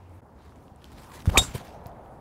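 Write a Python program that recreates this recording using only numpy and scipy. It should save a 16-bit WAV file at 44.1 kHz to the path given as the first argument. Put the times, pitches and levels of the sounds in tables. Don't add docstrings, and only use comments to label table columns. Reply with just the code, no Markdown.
import sys
import numpy as np
from scipy import signal
from scipy.fft import rfft, irfft
from scipy.io import wavfile
from scipy.ndimage import uniform_filter1d

SR = 44100
rng = np.random.default_rng(int(sys.argv[2]) if len(sys.argv) > 2 else 0)


def wav_out(sig):
    wavfile.write(sys.argv[1], SR, np.round(np.clip(np.atleast_2d(sig).T, -1, 1) * 32767).astype(np.int16))


def attenuation_scalar(level_db):
    decades = np.asarray(level_db, float) / 20
    return 10 ** decades


N = 97284

CHANGE_S = 0.212
HIT_S = 1.3724


def evened(x):
    return x / np.sqrt(np.mean(x ** 2) + 1e-20)


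def curve(points, order=1):
    rows = np.array(points)
    return np.interp(np.arange(N) / SR, rows[:, 0], rows[:, order])


def drift(shape, first, second, axes=(-1, -1)):
    once = uniform_filter1d(rng.standard_normal(shape), first, axes[0])
    return evened(uniform_filter1d(once, second, axes[1]))


def noise(points, patchy_db=0, grain=None):
    x = rng.standard_normal(N) if grain is None else grain
    _, _, z = signal.stft(x, SR, nperseg=256)
    patches = drift(z.shape, 6, 10, axes=(0, 1))
    x = signal.istft(z * attenuation_scalar(patchy_db * patches), SR, nperseg=256)[1][:N]
    f, db = np.transpose(points)
    hz = np.fft.rfftfreq(N, 1 / SR)
    colour = attenuation_scalar(np.interp(np.log(hz + 1), np.log(f + 1), db))
    return evened(irfft(rfft(x) * colour, N))


def resonate(x, hz, width):
    turn = np.exp(2j * np.pi * np.cumsum(hz * np.ones(len(x))) / SR)
    r = np.exp(-np.pi * width / SR)
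    return 2 * (turn * signal.lfilter([1 - r], [1, -r], x / turn)).real


def resonate_twice(x, hz, width, second_width):
    return resonate(resonate(x, hz, width), hz, second_width)


def since(s):
    return np.maximum(np.arange(N) / SR - s, 0)


def shape(t, rise, t60):
    return (1 - np.exp(-t / rise)) * attenuation_scalar(-60 * t / t60)


def hum(hz, width, db, share):
    waver = evened(resonate_twice(rng.standard_normal(N), hz, width, width))
    tone = np.sqrt(2) * np.sin(2 * np.pi * hz * np.arange(N) / SR)
    return attenuation_scalar(db) * (tone + share * waver)


# frequency in Hz, level in dB per Hz.
WASH = [(15, -50), (25, -17.5), (59, 9), (476, -2.5), (754, -5.5), (1740, -22.5), (2610, -42),
        (10400, -39.5), (16000, -51)]
# time in seconds, level in dB, roar centre in Hz.
ROAR = [
    (0, -57.5, 835),
    (.45, -59, 934),
    (.92, -59.5, 826),
    (1.12, -47.5, 964),
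    (1.41, -67, 796),
    (1.62, -51, 700),
    (1.76, -48, 681),
    (1.85, -46.5, 750),
    (2, -47.5, 700),
    (2.2, -50, 780),
]


def distance():
    earlier = np.arange(N) / SR < CHANGE_S
    hum_before = hum(hz=89.5, width=48, db=-48, share=-0.15)
    hum_after = hum(hz=72, width=31, db=-60, share=0.95)
    far = attenuation_scalar(-51.5) * noise(WASH, 1.5) + np.where(earlier, hum_before, hum_after)
    tyres = noise([(100, 13.5), (1100, -6.5), (1500, -4), (2600, -6)], 0.67)
    roar = resonate_twice(tyres, curve(ROAR, order=2), 480, 480)
    far += attenuation_scalar(curve(ROAR)) * evened(roar)
    hiss = attenuation_scalar(-79.5) * rng.standard_normal(N)
    reeds = attenuation_scalar(-69) * earlier * evened(resonate(rng.standard_normal(N), 2120, 880))
    return far + hiss + reeds


# frequency in Hz, level in dB per Hz.
CLOTH_COLOUR = [(59, -29.5), (100, -1.5), (308, -9), (991, -12.5), (1420, -14), (8460, -25), (9610, -23),
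                (16000, -29)]
# time in seconds, level in dB, extra treble in dB.
RUBBING = [(0, -93, -9), (.15, -72.5, 10.5), (.22, -83, 5), (.36, -71, -6.5), (.45, -61.5, -4),
           (.54, -67, -2), (.64, -65, 0.5), (.76, -72, -5), (.84, -58.5, -2), (.95, -59.5, -3),
           (1.02, -53, -1), (1.08, -57, 1), (1.2, -45.5, -1.5), (1.24, -58.5, 1), (1.34, -42, -2.5),
           (1.74, -58.5, -2.5), (1.8, -66.5, -2), (2.2, -77.5, 6.5)]
# time in seconds, level in dB.
AIR_PUSH = [(0, -84), (.6, -65.5), (.95, -53), (1.2, -51.5), (1.32, -38.5), (1.39, -28.5), (1.43, -35.5),
            (1.49, -47.5), (1.62, -56), (2.2, -52)]
# start in seconds, length in seconds, level in dB, extra treble in dB.
DRAGS = [(0.089, 0.011, -78, 8), (0.915, 0.02, -58.5, 4), (0.974, .03, -59, -2), (1.031, 0.019, -56, -2),
         (1.115, 0.0094, -47.5, -6), (1.133, 0.031, -53.5, 1), (1.257, 0.017, -42.5, -6),
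         (1.272, 0.02, -52, 1), (1.29, 0.014, -35, -5), (1.548, 0.014, -48.5, 10.5),
         (1.537, 0.0476, -46.5, 9), (1.579, 0.041, -51.5, -5), (1.644, 0.032, -57.5, 2),
         (1.854, 0.031, -59.5, -3), (1.88, 0.015, -68, 1), (2.04, .12, -74.5, -3)]


def cloth():
    t = np.arange(N) / SR
    catches = attenuation_scalar(2.7 * np.minimum(rng.exponential(1, N), 4)) * (rng.random(N) < 0.03)
    grain = rng.standard_normal(N) * (1 + catches)
    level = attenuation_scalar(curve(RUBBING)) * attenuation_scalar(1.5 * drift(N, 500, 300))
    treble = attenuation_scalar(curve(RUBBING, order=2))
    low, high = level / treble, level * treble
    for s, length, db, treble_db in DRAGS:
        onset = np.clip((t - s) / 0.005, 0, 1)
        release = np.clip((s + length - t) / 0.0034, 0, 1)
        drag = attenuation_scalar(db) * onset * release
        low = low + drag / treble
        high = high + drag * treble * attenuation_scalar(treble_db)
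    air = noise([(15, -28.0), (40, -1), (70, -5), (120, -4.5), (300, -11.5), (800, -37.5), (3000, -70)])
    rub = noise(CLOTH_COLOUR, 2.0, grain)
    dull = signal.oaconvolve(rub, signal.firwin(15, 6500, fs=SR), "same")
    return low * dull + high * (rub - dull) + attenuation_scalar(curve(AIR_PUSH)) * air


# start in seconds,
# peak in dB, pitch in Hz, width in Hz.
TICKS = [(0.4947, -49.5, 3000, 1500), (0.5224, -43, 1080, 910), (0.5586, -51.5, 2500, 1500),
         (.5595, -52.5, 7300, 1500), (.681, -49.5, 2880, 1240), (.7608, -46, 9500, 2500),
         (.819, -49, 3200, 1500), (0.8432, -32.5, 3360, 804), (.8433, -44, 2210, 1500),
         (0.8434, -38.5, 9000, 5000), (0.8537, -43.5, 5000, 2000), (.918, -48, 7800, 1500),
         (.9835, -43, 2200, 1200), (1.0035, -48, 3000, 2500), (1.020, -44, 14500, 2500),
         (1.062, -52, 4200, 1500), (1.104, -45, 3000, 2000), (1.2047, -34.5, 2600, 1000),
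         (1.2228, -41, 2480, 900), (1.222, -42, 5500, 2000), (1.2569, -38, 1290, 900),
         (1.2568, -23.5, 484, 900), (1.2572, -39, 5500, 1500), (1.2573, -32, 9000, 3000),
         (1.262, -35, 11000, 6000), (1.2678, -36, 2500, 2500), (1.268, -34, 12000, 6000),
         (1.279, -32, 11000, 6000), (1.2788, -30, 338, 200), (1.296, -45, 800, 500),
         (1.3025, -32, 13000, 5000), (1.3741, -7, 1192, 350), (1.5497, -26.5, 396, 197),
         (1.3769, -19, 1810, 500), (1.6445, -48, 14000, 3000), (1.6525, -38, 11000, 6000),
         (1.669, -49, 12000, 6000), (1.672, -46, 3000, 1500), (1.681, -41, 4670, 1300),
         (1.706, -50, 2300, 1000), (1.841, -54, 11580, 1490), (1.8603, -36.5, 3000, 2500),
         (1.8686, -34, 13830, 2500), (1.868, -38, 6000, 4000), (1.896, -54, 7500, 2000),
         (1.917, -55, 3200, 1500), (2.047, -62, 3000, 1200), (2.0604, -52.5, 2700, 1201)]


def ticks():
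    out, t = np.zeros(N), np.arange(600) / SR
    for s, db, hz, width in TICKS:
        grit = 0.46 * rng.standard_normal(600) * np.exp(-t / 0.0002)
        tick = resonate_twice((t == 0) + grit, hz, width, 2 * width)
        at = round(s * SR)
        out[at:at + 600] += attenuation_scalar(db) * tick / abs(tick).max()
    return out


# start in seconds, peak in dB, final pitch in Hz, t60 in seconds, contact in seconds.
BODY_BUMPS = [
    (0.717, -37.5, 71, 0.052, 0.03),
    (0.94, -46.5, 47.4, 0.15, .03),
    (1.2741, -11, 67.7, 0.16, 0.018),
    (1.31, -27, 41.3, 0.15, 0.033),
    (1.3765, -15.5, 55.6, 0.13, 0.018),
    (1.401, -26.5, 76, .2, 0.02),
    (1.482, -35.5, 55, 0.12, 0.019),
    (1.548, -24, 86, 0.13, 0.013),
    (1.858, -33, 81.3, 0.071, 0.026),
]


def bumps():
    out = np.zeros(N)
    drop, drop_s = 2, 0.0036
    for s, db, hz, t60, contact in BODY_BUMPS:
        t = since(s)
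        turns = hz * (t + drop * drop_s * (1 - np.exp(-t / drop_s)))
        lift = np.exp(-since(s + contact) / 0.0015)
        swing = -np.sin(2 * np.pi * turns)
        skewed = swing + 0.15 * swing ** 2
        out += attenuation_scalar(db + 5.5) * shape(t, 0.0025, t60) * lift * skewed
    return out


# time in seconds, level in dB, whistle in Hz.
SHAFT = [
    (1.3, -43.5, 450),
    (1.33, -46.5, 700),
    (1.345, -34, 880),
    (1.354, -29.5, 1050),
    (1.36, -26.5, 1130),
    (1.367, -28.5, 1130),
    (1.372, -36, 1000),
    (1.386, -32, 850),
    (1.43, -44, 484),
]


def swish():
    t, hz = np.arange(N) / SR, curve(SHAFT, order=2)
    tip, middle, spray = rng.standard_normal((3, N))
    whistle = evened(resonate_twice(tip, hz, 310, 230))
    whistle += 0.9 * evened(resonate_twice(middle, 0.7 * hz, 300, 300))
    whistle += 0.36 * evened(resonate(middle, 0.4 * hz, 360))
    top_speed = (hz / hz.max()) ** 4 * (np.arange(N) < HIT_S * SR)
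    unsteady_hz = hz * (1 + 0.02 * evened(uniform_filter1d(middle, 150)))
    whistle += 2 * top_speed * np.sin(2 * np.pi * np.cumsum(unsteady_hz) / SR)
    whistle += 0.04 * evened(resonate(spray, 1.8 * hz, 4000))
    return whistle * attenuation_scalar(curve(SHAFT)) * (t > SHAFT[0][0]) * (t < SHAFT[-1][0])


# frequency in Hz, level in dB per Hz.
ECHO_COLOUR = [(180, -32), (300, -17.5), (546, -13.5), (961, -1), (1970, -11.5), (4910, -7), (7320, -3.5),
               (16000, -21.5)]


def echo():
    t, rise = since(HIT_S + 0.036), 0.014
    scatter = shape(t, rise, 0.19) * noise(ECHO_COLOUR, 2.5)
    ring = evened(resonate_twice(rng.standard_normal(N), 7340, 400, 400))
    return attenuation_scalar(-27.5) * (scatter + attenuation_scalar(-8.5) * shape(t, rise, 0.27) * ring)


def flutter():
    return 1 + 0.2 * drift(N, 250, 250)


RING_START_S = HIT_S + 0.0025
# time in seconds, level in dB, pitch in Hz.
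TURF = [
    (1.375, -41.5, 3520),
    (1.382, -23.5, 3520),
    (1.39, -15, 3505),
    (1.4, -29.5, 3355),
    (1.408, -41.5, 3420),
    (1.42, -45.5, 3555),
    (1.44, -54.5, 3550),
    (1.456, -52, 3545),
    (1.475, -70, 3500),
]


def turf_ring():
    tone = np.sin(2 * np.pi * np.cumsum(curve(TURF, order=2)) / SR)
    sounding = (since(RING_START_S) > 0) * (since(TURF[-1][0]) == 0)
    return attenuation_scalar(curve(TURF)) * flutter() * tone * sounding


# frequency in Hz, level in dB, t60 in seconds, build-up in seconds.
HEAD_MODES = [(3000, -20, .03, 0.003), (4100, -25.5, 0.084, 0.0026), (3662, -1.5, 0.09, 0.014),
              (4320, -20, 0.05, 0.0082), (5640, -26, .04, 0.0023), (6570, -24, .05, .003),
              (6920, -17, 0.05, 0.0024), (7400, -18.5, .16, .01), (7950, -24, .035, .003),
              (8170, -15.5, .05, .003), (8800, -39.5, .04, .003), (9548, -33, 0.041, 0.0027),
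              (10400, -21, .025, 0.0016), (11600, -32.5, .04, 0.0039)]


def head_ring():
    t, ring = since(RING_START_S), np.zeros(N)
    rise, glide_s = 0.045, 0.05
    heard = t + rise * (t - glide_s * (1 - np.exp(-t / glide_s)))
    for hz, db, t60, build_up in HEAD_MODES:
        tone = np.sin(2 * np.pi * (hz * heard + rng.random()))
        ring += attenuation_scalar(db) * flutter() * shape(t, build_up, t60) * tone
    return attenuation_scalar(1) * ring


# frequency in Hz, level in dB per Hz.
CRACK_COLOUR = [(200, -25.5), (500, -22), (1100, -11), (1640, -29), (3000, -17.5), (5000, -20), (7500, -12),
                (16000, -32.5)]


def crack():
    onset = shape(since(HIT_S + 0.002), 0.00099, 0.7)
    fade = attenuation_scalar(-60 * since(HIT_S + 0.01) / 0.071)
    return attenuation_scalar(-12.5) * onset * fade * noise(CRACK_COLOUR, 2.4)


FACE_S = 0.0032


def face_flex():
    t = since(HIT_S)
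    flex = np.sin(2 * np.pi * 2433 * t) + attenuation_scalar(-12) * np.sin(2 * np.pi * 3030 * t)
    contact = np.clip(t / 0.0007, 0, 1) * np.clip((FACE_S - t) / 0.00017, 0, 1)
    return -attenuation_scalar(-3) * flex * contact


def ball_thud():
    t = since(HIT_S + FACE_S - 0.0004)
    return -attenuation_scalar(-0.5) * np.sin(2 * np.pi * 450 * t) * attenuation_scalar(-60 * t / 0.0056)


def strike():
    return face_flex() + ball_thud() + crack() + head_ring() + turf_ring() + echo()


def scene():
    t = np.arange(N) / SR
    dip = attenuation_scalar(-24 * np.exp(-((t - CHANGE_S) / 0.0045) ** 2))
    bed = dip * (distance() + cloth())
    return (bed + ticks() + bumps() + swish() + strike())[None]


def low_pass(x):
    return signal.sosfilt(signal.butter(12, 16640, fs=SR, output="sos"), x)


def record(dry):
    held = 0.58 * np.tanh(dry / 0.66)
    taps = [signal.firwin(601, hz, window=("kaiser", 7), fs=SR)[None] for hz in (15750, 16600)]
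    edge, wide = (signal.oaconvolve(held, tap, "same") for tap in taps)
    mix = edge + attenuation_scalar(-31) * (wide - edge)
    return low_pass(mix)


dry = scene()
out = record(dry)
wav_out(out)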